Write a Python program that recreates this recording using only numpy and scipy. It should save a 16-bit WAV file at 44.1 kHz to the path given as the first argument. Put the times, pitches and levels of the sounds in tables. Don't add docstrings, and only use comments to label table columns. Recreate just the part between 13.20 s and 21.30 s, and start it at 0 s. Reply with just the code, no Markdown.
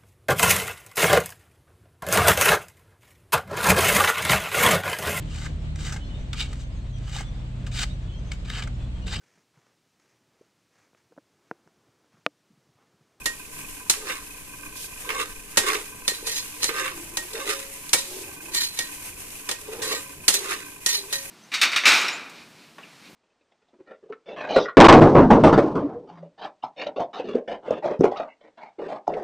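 import sys
import numpy as np
from scipy import signal
from scipy.fft import rfft, irfft
from scipy.io import wavfile

SR = 44100
rng = np.random.default_rng(int(sys.argv[2]) if len(sys.argv) > 2 else 0)


def unload_audio(sound):
    columns = np.transpose(np.atleast_2d(sound))
    steps = np.round(np.clip(columns, -1, 1) * 32767)
    wavfile.write(sys.argv[1], SR, steps.astype(np.int16))


N = 357210
T = np.arange(N) / SR
HIT = SR // 3


def undb(db):
    return 10 ** (np.asarray(db) / 20)


def unit(x):
    return x / np.sqrt(np.mean(x ** 2))


def convolve(x, response):
    return signal.oaconvolve(np.atleast_2d(x), response, axes=1)[:, :N]


def colour(x, points, size=2048):
    hz, db = np.transpose(points)
    outline = np.interp(np.log(np.fft.rfftfreq(size, 1 / SR) + 1), np.log(hz), db)
    cepstrum = irfft(np.log(undb(outline)))
    cepstrum[1:size // 2] *= 2
    cepstrum[size // 2 + 1:] = 0
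    return convolve(x, irfft(np.exp(rfft(cepstrum)))[None])


def noise(size=N, likeness=0.054):
    centre = rng.standard_normal(size)
    return np.sqrt(likeness) * centre + np.sqrt(1 - likeness) * rng.standard_normal((2, size))


def fall(t60, size=HIT):
    return np.exp(-np.log(1000) * T[:size] / t60)


def gesture(start, hold, attack, release):
    below = np.maximum(start - T, 0) / attack + np.maximum(T - start - hold, 0) / release
    return 10 ** -np.minimum(below, 10)


def cue(start):
    return slice(int(start * SR), int(start * SR) + HIT)


def walk(rate):
    return np.interp(T * rate, np.arange(N // 20), rng.standard_normal(N // 20))


def grains(rate, spread_db):
    clicks = (rng.random(N) < rate / SR) * rng.choice([-1, 1], N)
    return unit(clicks * undb(spread_db * np.clip(rng.standard_normal(N), -2, 2)))


def ring(modes):
    t = T[:HIT]
    total = 0
    for hz, db, t60 in modes:
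        phase = rng.uniform(0, 2 * np.pi) + .7 * rng.standard_normal((2, 1))
        strength = undb(db + rng.uniform(-4, 4))
        build = 1 - np.exp(-(t * hz / 2) ** 2)
        total = total + strength * build * fall(t60) * np.sin(2 * np.pi * hz * t + phase)
    return total


def resonate(x, hz, t60):
    turn = np.exp(2j * np.pi * np.cumsum(hz) / SR)
    return signal.lfilter([1], [1, -np.exp(-np.log(1000) / (t60 * SR))], x / turn) * turn


def reflections(t60, wet_db):
    response = noise(SR // 4) * fall(t60, SR // 4)
    response *= undb(wet_db) / np.sqrt(np.sum(response[0] ** 2))
    response[:, 0] += 1
    return response


def scatter(x, t60, wet_db):
    tail = np.sqrt(abs(convolve(x ** 2, fall(t60, SR // 2)[None] ** 2))) * noise()
    return unit(x + undb(wet_db) * unit(tail))


def travel(x, response, count=5):
    place = (T * 20).astype(int) % count
    return unit(sum(convolve(x * (place == k), response()) for k in range(count)))


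# (frequency [Hz], gain [dB])
ROOM_EQ = [(20, 8.5), (60, 8), (120, 9.5), (280, 4), (500, 0), (750, -7.5), (2000, -14)]
RUMBLE_EQ = [(26, 7.5), (45, -0.5), (200, -64)]
# (time [s], relative level [dB])
RUMBLE_RIDE = [(0.0, -58.5), (1.1, -60.5), (2.2, -56.5), (2.7, -60.5), (4.0, -63.5), (8.1, -73.5)]

def kitchen(room_db=-52):
    room = unit(colour(noise(likeness=0.82), ROOM_EQ)) * undb(room_db + 2 * walk(5.7))
    rumble = unit(colour(noise(likeness=0.87), RUMBLE_EQ))
    ride_db = np.interp(T, *np.transpose(RUMBLE_RIDE))
    return room + rumble * undb(ride_db + 9)


# (time [s], hold [s], pitch [Hz], level [dB])
HUM_CUE = (0.36, 0.07, 156, -50)

def hum():
    start, hold, hz, db = HUM_CUE
    return undb(db) * gesture(start, hold, attack=0.06, release=0.1) * unit(np.sin(2 * np.pi * hz * T))


def chirps(hz=2520, pulses_per_s=24.3, width_hz=140, group_s=0.22):
    beat = np.cumsum(pulses_per_s * (1 + 0.1292 * walk(9))) / SR
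    pulses = np.sin(np.pi * beat) ** 10
    groups = np.cos(np.pi * T / group_s) ** 4 * undb(3 * walk(7))
    band = [(hz + widths * width_hz, db) for widths, db in [(-3, -45), (-.5, 0), (.5, 0), (3, -45)]]
    return unit(colour(noise(), band) * pulses * groups) * undb(-55.5)


# (time [s], level [dB])
SIZZLE_FLARES = [(1.8, -42), (3.25, -41.5), (3.848, -56), (4.5, -51), (4.95, -43), (5.76, -40.5),
                 (8.048, -37.5)]
# (frequency [Hz], gain [dB])
SIZZLE_EQ = [(500, -6), (1000, -1.5), (1400, -6.5), (2000, 1.5), (2700, 3.5), (3600, -4.5), (4800, -4),
             (6500, 1), (9700, 4.5), (12500, 0.5), (15000, -7)]
# (frequency [Hz], level [dB], t60 [s])
AIR_MODES = [(294, 0, 0.1), (440, -1, 0.07), (1008, 1, 0.09), (1153, 4, 0.04), (1560, 1, 0.05),
             (2490, 5, 0.05)]

def sizzle(simmer_db=-42):
    flares = sum(undb(db) * gesture(s, 0, attack=0.2, release=0.97) for s, db in SIZZLE_FLARES)
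    pops = grains(2500, 5) * undb(1.8 * walk(22) + 1.1 * walk(5))
    hiss = unit(colour(scatter(pops, t60=0.095, wet_db=25), SIZZLE_EQ))
    hollow = unit(convolve(grains(220, 6.6), ring(AIR_MODES)) * undb(2 * walk(8.9)))
    return hiss * np.hypot(undb(simmer_db), flares) + undb(-48.5) * hollow


# (time [s], hold [s], pre-EQ level [dB])
SPIT_CUES = [(0.385, 0.0045, -42), (1.57, 0.095, -34), (3.173, 0.48, -41), (4.876, 0.15, -36.5)]
# (frequency [Hz], gain [dB])
SPIT_EQ = [(1000, -38), (3000, -2.5), (8000, -0.5), (12500, -1), (15000, -16)]

def spits():
    searing = sum(undb(db) * gesture(s, hold, attack=0.038, release=0.026) for s, hold, db in SPIT_CUES)
    crackles = undb(-54) * scatter(grains(30, 6), t60=0.02, wet_db=5)
    spray = scatter(grains(900, 3), t60=0.098, wet_db=9.5)
    return colour(spray * searing + crackles, SPIT_EQ)


# (time [s], hold [s], relative level [dB], groan pitch [Hz])
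RICE_SHOVES = [(0.795, 0.12, -41.5, 420), (1.893, 0.13, -39, 440), (2.424, 0.16, -35, 420),
               (3.058, 0.062, -41.5, 454), (3.478, 0.11, -38, 462), (3.757, 0.3, -46, 329),
               (4.17, 0.044, -33.5, 458), (4.265, 0.031, -31.5, 429), (4.925, 0.07, -40, 368),
               (5.021, 0.093, -40.5, 401), (5.24, 0.12, -44, 340), (6.501, 0.16, -35.5, 434),
               (6.674, 0.065, -32, 439), (7.162, 0.18, -38.5, 392), (7.742, 0.17, -46, 402)]
# (frequency [Hz], gain [dB])
CLUMP_EQ = [(170, -25.5), (310, -2), (500, -0.5), (680, 0.5), (900, -4), (2000, -46), (6000, -44)]

def rice(settling_db=-56.5):
    shoves = np.array([undb(db) * gesture(s, hold, attack=0.071, release=0.092)
                       for s, hold, db, _ in RICE_SHOVES])
    pitch = np.array(RICE_SHOVES)[:, 3] @ shoves / shoves.sum(axis=0)
    clumps = grains(380, 3)
    thuds = unit(colour(travel(clumps, lambda: reflections(0.043, 1.8), count=3), CLUMP_EQ))
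    groan = resonate(clumps, pitch * (1 + 0.035 * walk(23)), t60=0.085).real
    groan = unit(colour(groan, [(150, -25), (290, 0), (600, 0), (1200, -20)]))
    level = np.hypot(shoves.max(axis=0), undb(settling_db))
    return (undb(-7) * thuds + undb(-4) * groan) * level


# (time [s], level [dB])
LUMP_CUES = [(2.442, -17), (2.552, -14.5), (2.573, -21.5), (2.918, -17.5), (3.027, -22), (3.491, -14.5),
             (4.148, -17), (4.265, -21), (6.486, -22), (6.528, -26), (6.674, -22), (6.717, -25),
             (7.142, -21)]

def lumps(centre_hz=440, t60=0.02):
    out, t = np.zeros(N + SR), T[:HIT]
    for s, db in LUMP_CUES:
        hz = centre_hz * (1 + .08 * rng.standard_normal())
        envelope = fall(t60) * (1 - np.exp(-t * hz))
        out[cue(s)] += undb(db) * np.sin(2 * np.pi * hz * t) * envelope
    return out[:N]


# (time [s], level [dB])
BONG_CUES = [(4.17, -37.5), (4.31, -40.5), (4.736, -43), (6.73, -46.5), (7.926, -41)]
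# (frequency [Hz], level [dB], t60 [s])
BONG_MODES = [(308, -13, 0.4), (546, 2.5, 0.84)]

def pot_body():
    out = np.zeros((2, N + SR))
    for s, db in BONG_CUES:
        out[:, cue(s)] += undb(db) * ring(BONG_MODES) * (1 - fall(0.027))
    return out[:, :N]


# (frequency [Hz], level [dB], t60 [s])
BOTTOM_MODES = [(307.3, -8.5, 0.15), (376, -3.5, 0.087), (520, -2.5, 0.14), (1045, 1.5, 0.084),
                (1129, 1.5, 0.095), (1214, 2.5, 0.082), (1558, -2, 0.14), (1690, 18, 0.0061),
                (2157, -1.5, 0.081), (2710, 2, 0.05), (3636, -4, 0.14)]

def bottom_ring():
    return ring(BOTTOM_MODES)


# (frequency [Hz], gain [dB])
CRUST_EQ = [(150, -23), (450, -22), (800, -13.5), (1250, -8.5), (2400, -4), (4000, -20), (12000, -26.5)]

def crust(x):
    return colour(x, CRUST_EQ)


# (time [s], hold [s], attack [s], grind [dB], grit [dB], snags [dB])
SCRAPE_STROKES = [(0.901, 0.005, 0.088, -35, -37.5, -52), (1.983, 0.018, 0.13, -32, -39, -38),
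                  (2.484, 0.029, 0.11, -31, -33.5, -28), (3.589, 0.059, 0.092, -31.5, -38.5, -34.5),
                  (4.153, 0.06, 0.0089, -41.5, -56, -64), (4.273, 0.059, 0.17, -41, -36.5, -57),
                  (6.52, 0.014, 0.15, -55, -50.5, -62), (6.699, 0.037, 0.15, -38, -44.5, -50),
                  (7.3, 0.0083, 0.1, -34.5, -36, -34.5)]
# (frequency [Hz], gain [dB])
GRIT_EQ = [(200, -18), (480, -4), (700, -9), (1100, 1), (2300, 4), (3400, 0), (6000, 0), (9500, -2),
           (14000, -12)]

def bottom_scrapes(stutter_per_s=37, stutter_db=1):
    pressing = crushing = snagging = 0
    for s, hold, attack, grind_db, grit_db, snag_db in SCRAPE_STROKES:
        stroke = gesture(s, hold, attack, release=0.092)
        pressing += undb(grind_db) * stroke
        crushing += undb(grit_db) * gesture(s, hold, attack, release=0.12)
        snagging += undb(snag_db) * stroke
    slips = grains(1100, 5) * undb(2.5 * walk(70))
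    slips = signal.sosfilt(signal.butter(4, 260, "high", fs=SR, output="sos"), slips)
    burnt = grains(330, 3.5)
    snags = unit(crust(travel(burnt, lambda: reflections(0.018, 17), count=2))) * snagging
    grind = travel(slips, bottom_ring) * pressing
    grit = unit(colour(travel(slips, lambda: reflections(0.03, 10), count=3), GRIT_EQ)) * crushing
    jerky_hand = undb(stutter_db * walk(stutter_per_s))
    return (undb(4) * grind + undb(8) * grit + snags) * jerky_hand


# (time [s], pre-EQ level [dB])
CATCH_CUES = [(0.739, -15.5), (0.871, -22), (0.898, -12), (0.905, -11.5), (1.891, -8.5), (1.903, -8.5),
              (1.998, -12), (2.493, -25), (2.552, -10.5), (3.491, -6.5), (3.582, -21), (3.657, -13),
              (3.679, -10), (7.318, -9)]

def catches(snap_t60=0.016, tail_t60=0.17):
    out = np.zeros((2, N + SR))
    for s, db in CATCH_CUES:
        crack = noise(HIT) * (fall(snap_t60) + undb(-4.5) * fall(tail_t60))
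        out[:, cue(s)] += undb(db) * (crack + undb(-19) * bottom_ring())
    return crust(out[:, :N])


# (time [s], hold [s], relative level [dB], centre of the singing [Hz])
SLIDE_CUES = [(2.889, 0.049, -34, 4100), (3.066, 0.12, -33, 7900), (3.427, 0.031, -31, 4200),
              (4.784, 0.0092, -29.5, 7300), (5.348, 0.097, -28.5, 3670), (5.58, 0.039, -34, 1950),
              (6.658, 0.094, -33, 2350), (7.138, 0.015, -28, 7000), (7.691, 0.065, -27.5, 3900),
              (7.935, 0.023, -30, 7040)]
# (frequency [Hz], gain [dB])
RASP_EQ = [(150, -43), (520, -23), (700, -25), (900, 1), (1500, -10), (2100, 4), (3100, 5), (4100, 11),
           (6500, 5.5), (10000, 3), (14000, -6)]
# (frequency [Hz], level [dB], t60 [s])
STEEL_MODES = [(1880, -5.5, 0.075), (2277, -3, 0.05), (3050, -4, 0.05), (3570, 2, 0.045), (3900, 2, 0.035),
               (4140, 4.5, 0.055), (5160, 1, 0.05), (5990, 3.5, 0.04), (6590, 0, 0.045), (7600, 1.5, 0.022),
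               (8550, 2, 0.025), (8960, 1, 0.025)]
WALL_NOTCHES = [3500, 5000, 8440]

def wall_slides(favour_db=2, reach_octaves=0.38, bend=0.011, flicker_db=3.5):
    slips = grains(1200, 3.5) * undb(1.8 * walk(120))
    rasp = unit(colour(convolve(slips, reflections(0.045, 12)), RASP_EQ))
    contacts = np.array([undb(db) * gesture(s, hold, attack=0.025, release=0.072)
                         for s, hold, db, _ in SLIDE_CUES])
    centre_hz = np.array(SLIDE_CUES)[contacts.argmax(axis=0), 3]
    singing = 0
    for hz, db, t60 in STEEL_MODES:
        boost_db = favour_db * np.exp(-(np.log2(hz / centre_hz) / reach_octaves) ** 2)
        mode = resonate(slips, hz * (1 + bend * walk(20)), t60)
        mode *= undb(db + boost_db + flicker_db * walk(20))
        stereo_phase = np.exp(1j * rng.standard_normal((2, 1)))
        singing = singing + (mode * stereo_phase).real
    scrape = rasp + undb(4) * unit(singing)
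    for hz in WALL_NOTCHES:
        scrape = signal.lfilter(*signal.iirnotch(hz, Q=16, fs=SR), scrape)
    return scrape * contacts.sum(axis=0)


# (time [s], pitch [Hz], level [dB])
CLINK_CUES = [(0.698, 4130, -29), (2.879, 4129, -22), (4.732, 2277, -24), (7.081, 4270, -21),
              (7.661, 5640, -26)]

def clinks(t60=0.14):
    align_s = np.array([[1e-4], [0]])
    out = 0
    for s, hz, db in CLINK_CUES:
        envelope = undb(db) * (T > s) * np.exp(-np.log(1000) * abs(T - s) / t60)
        out = out + envelope * np.sin(2 * np.pi * hz * (T - s + align_s))
    return out


# (time [s], level [dB], treble [dB], ping [dB], chatter t60 [s])
KNOCK_CUES = [(0.057,-7.5,-8.5,-27.5,0.044), (0.697,-5.5,-1,-41.5,0.036), (2.371,0.5,-10.5,-30.5,0.075),
              (2.879,-1.5,-6,-35,0.011), (3.068,-17,-5.5,-46,0.083), (3.43,-5.5,-9.5,-57,0.019),
              (3.442,-7,-4.5,-47,0.016), (3.97,-9.5,-6,-39,0.028), (4.132,-27,-1,-63,0.025),
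              (4.692,-25,-1,-71,0.018), (4.731,-0.5,-6.5,-36,0.054), (5.346,-18,0,-55,0.029),
              (5.589,-5.5,-9,-30.5,0.018), (6.289,-7,-15.5,-44,0.039), (6.312,-10,-10.5,-40,0.033),
              (6.618,-19.5,-6,-39.5,0.23), (7.08,-0.5,-3.5,-38,0.046), (7.139,-12.5,-1.5,-56,0.053),
              (7.661,-10,0,-35,0.035), (7.926,-11.5,-7,-34,0.035)]
# (frequency [Hz], gain [dB])
CLACK_EQ = [(100, -12.5), (300, -3.5), (520, -1), (700, -1.5), (1100, -4), (2200, -4.5), (3300, -2),
            (4200, -2), (5000, -2.5), (7500, 0), (10500, -3), (14000, -15)]
# (frequency [Hz], level [dB], t60 [s])
PING_MODE = [(1870, 5.5, 0.17)]

def knocks(usual_t60=0.055, attack_share=0.23):
    clacks, pings = np.zeros((2, 2, N + SR))
    tail = undb(-5) * fall(0.15) + undb(-22) * fall(1.0)
    cushion = signal.butter(1, 2500, fs=SR, output="sos")
    for s, db, treble_db, ping_db, t60 in KNOCK_CUES:
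        decay = fall(t60) + tail * np.sqrt(t60 / usual_t60)
        chatter = noise(HIT) * decay * (1 - fall(attack_share * t60))
        blow = chatter + undb(-14.5) * ring(STEEL_MODES)
        dull = signal.sosfilt(cushion, blow)
        clacks[:, cue(s)] += undb(db) * (dull + undb(treble_db + 7) * (blow - dull))
        pings[:, cue(s)] += undb(ping_db) * ring(PING_MODE) * (1 - fall(0.093))
    return undb(-5) * colour(clacks[:, :N], CLACK_EQ) + undb(8.5) * pings[:, :N]


def scene(notch_hz=690):
    stirring = knocks() + catches() + bottom_scrapes() + wall_slides() + rice() + lumps() + clinks()
    stirring = signal.lfilter(*signal.iirnotch(notch_hz, Q=4.5, fs=SR), stirring)
    pot = stirring + pot_body() + sizzle() + spits()
    return pot + chirps() + kitchen() + hum()


# (frequency [Hz], left minus right [dB])
BALANCE_EQ = [(100, 2.5), (500, 0.5), (1200, -2.5), (2200, -5), (4500, -3), (6500, -3.5), (9000, 2),
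              (14000, 3.5)]

def record(dry, top_hz=14900):
    late_left = np.roll(dry[0], 4)
    left = colour(late_left, [(hz, db / 2) for hz, db in BALANCE_EQ])
    right = colour(dry[1], [(hz, -db / 2) for hz, db in BALANCE_EQ])
    high_cut = signal.ellip(8, .2, 80, top_hz, fs=SR, output="sos")
    return signal.sosfilt(high_cut, np.tanh(np.vstack([left, right])))


dry = scene()
out = record(dry)
unload_audio(out)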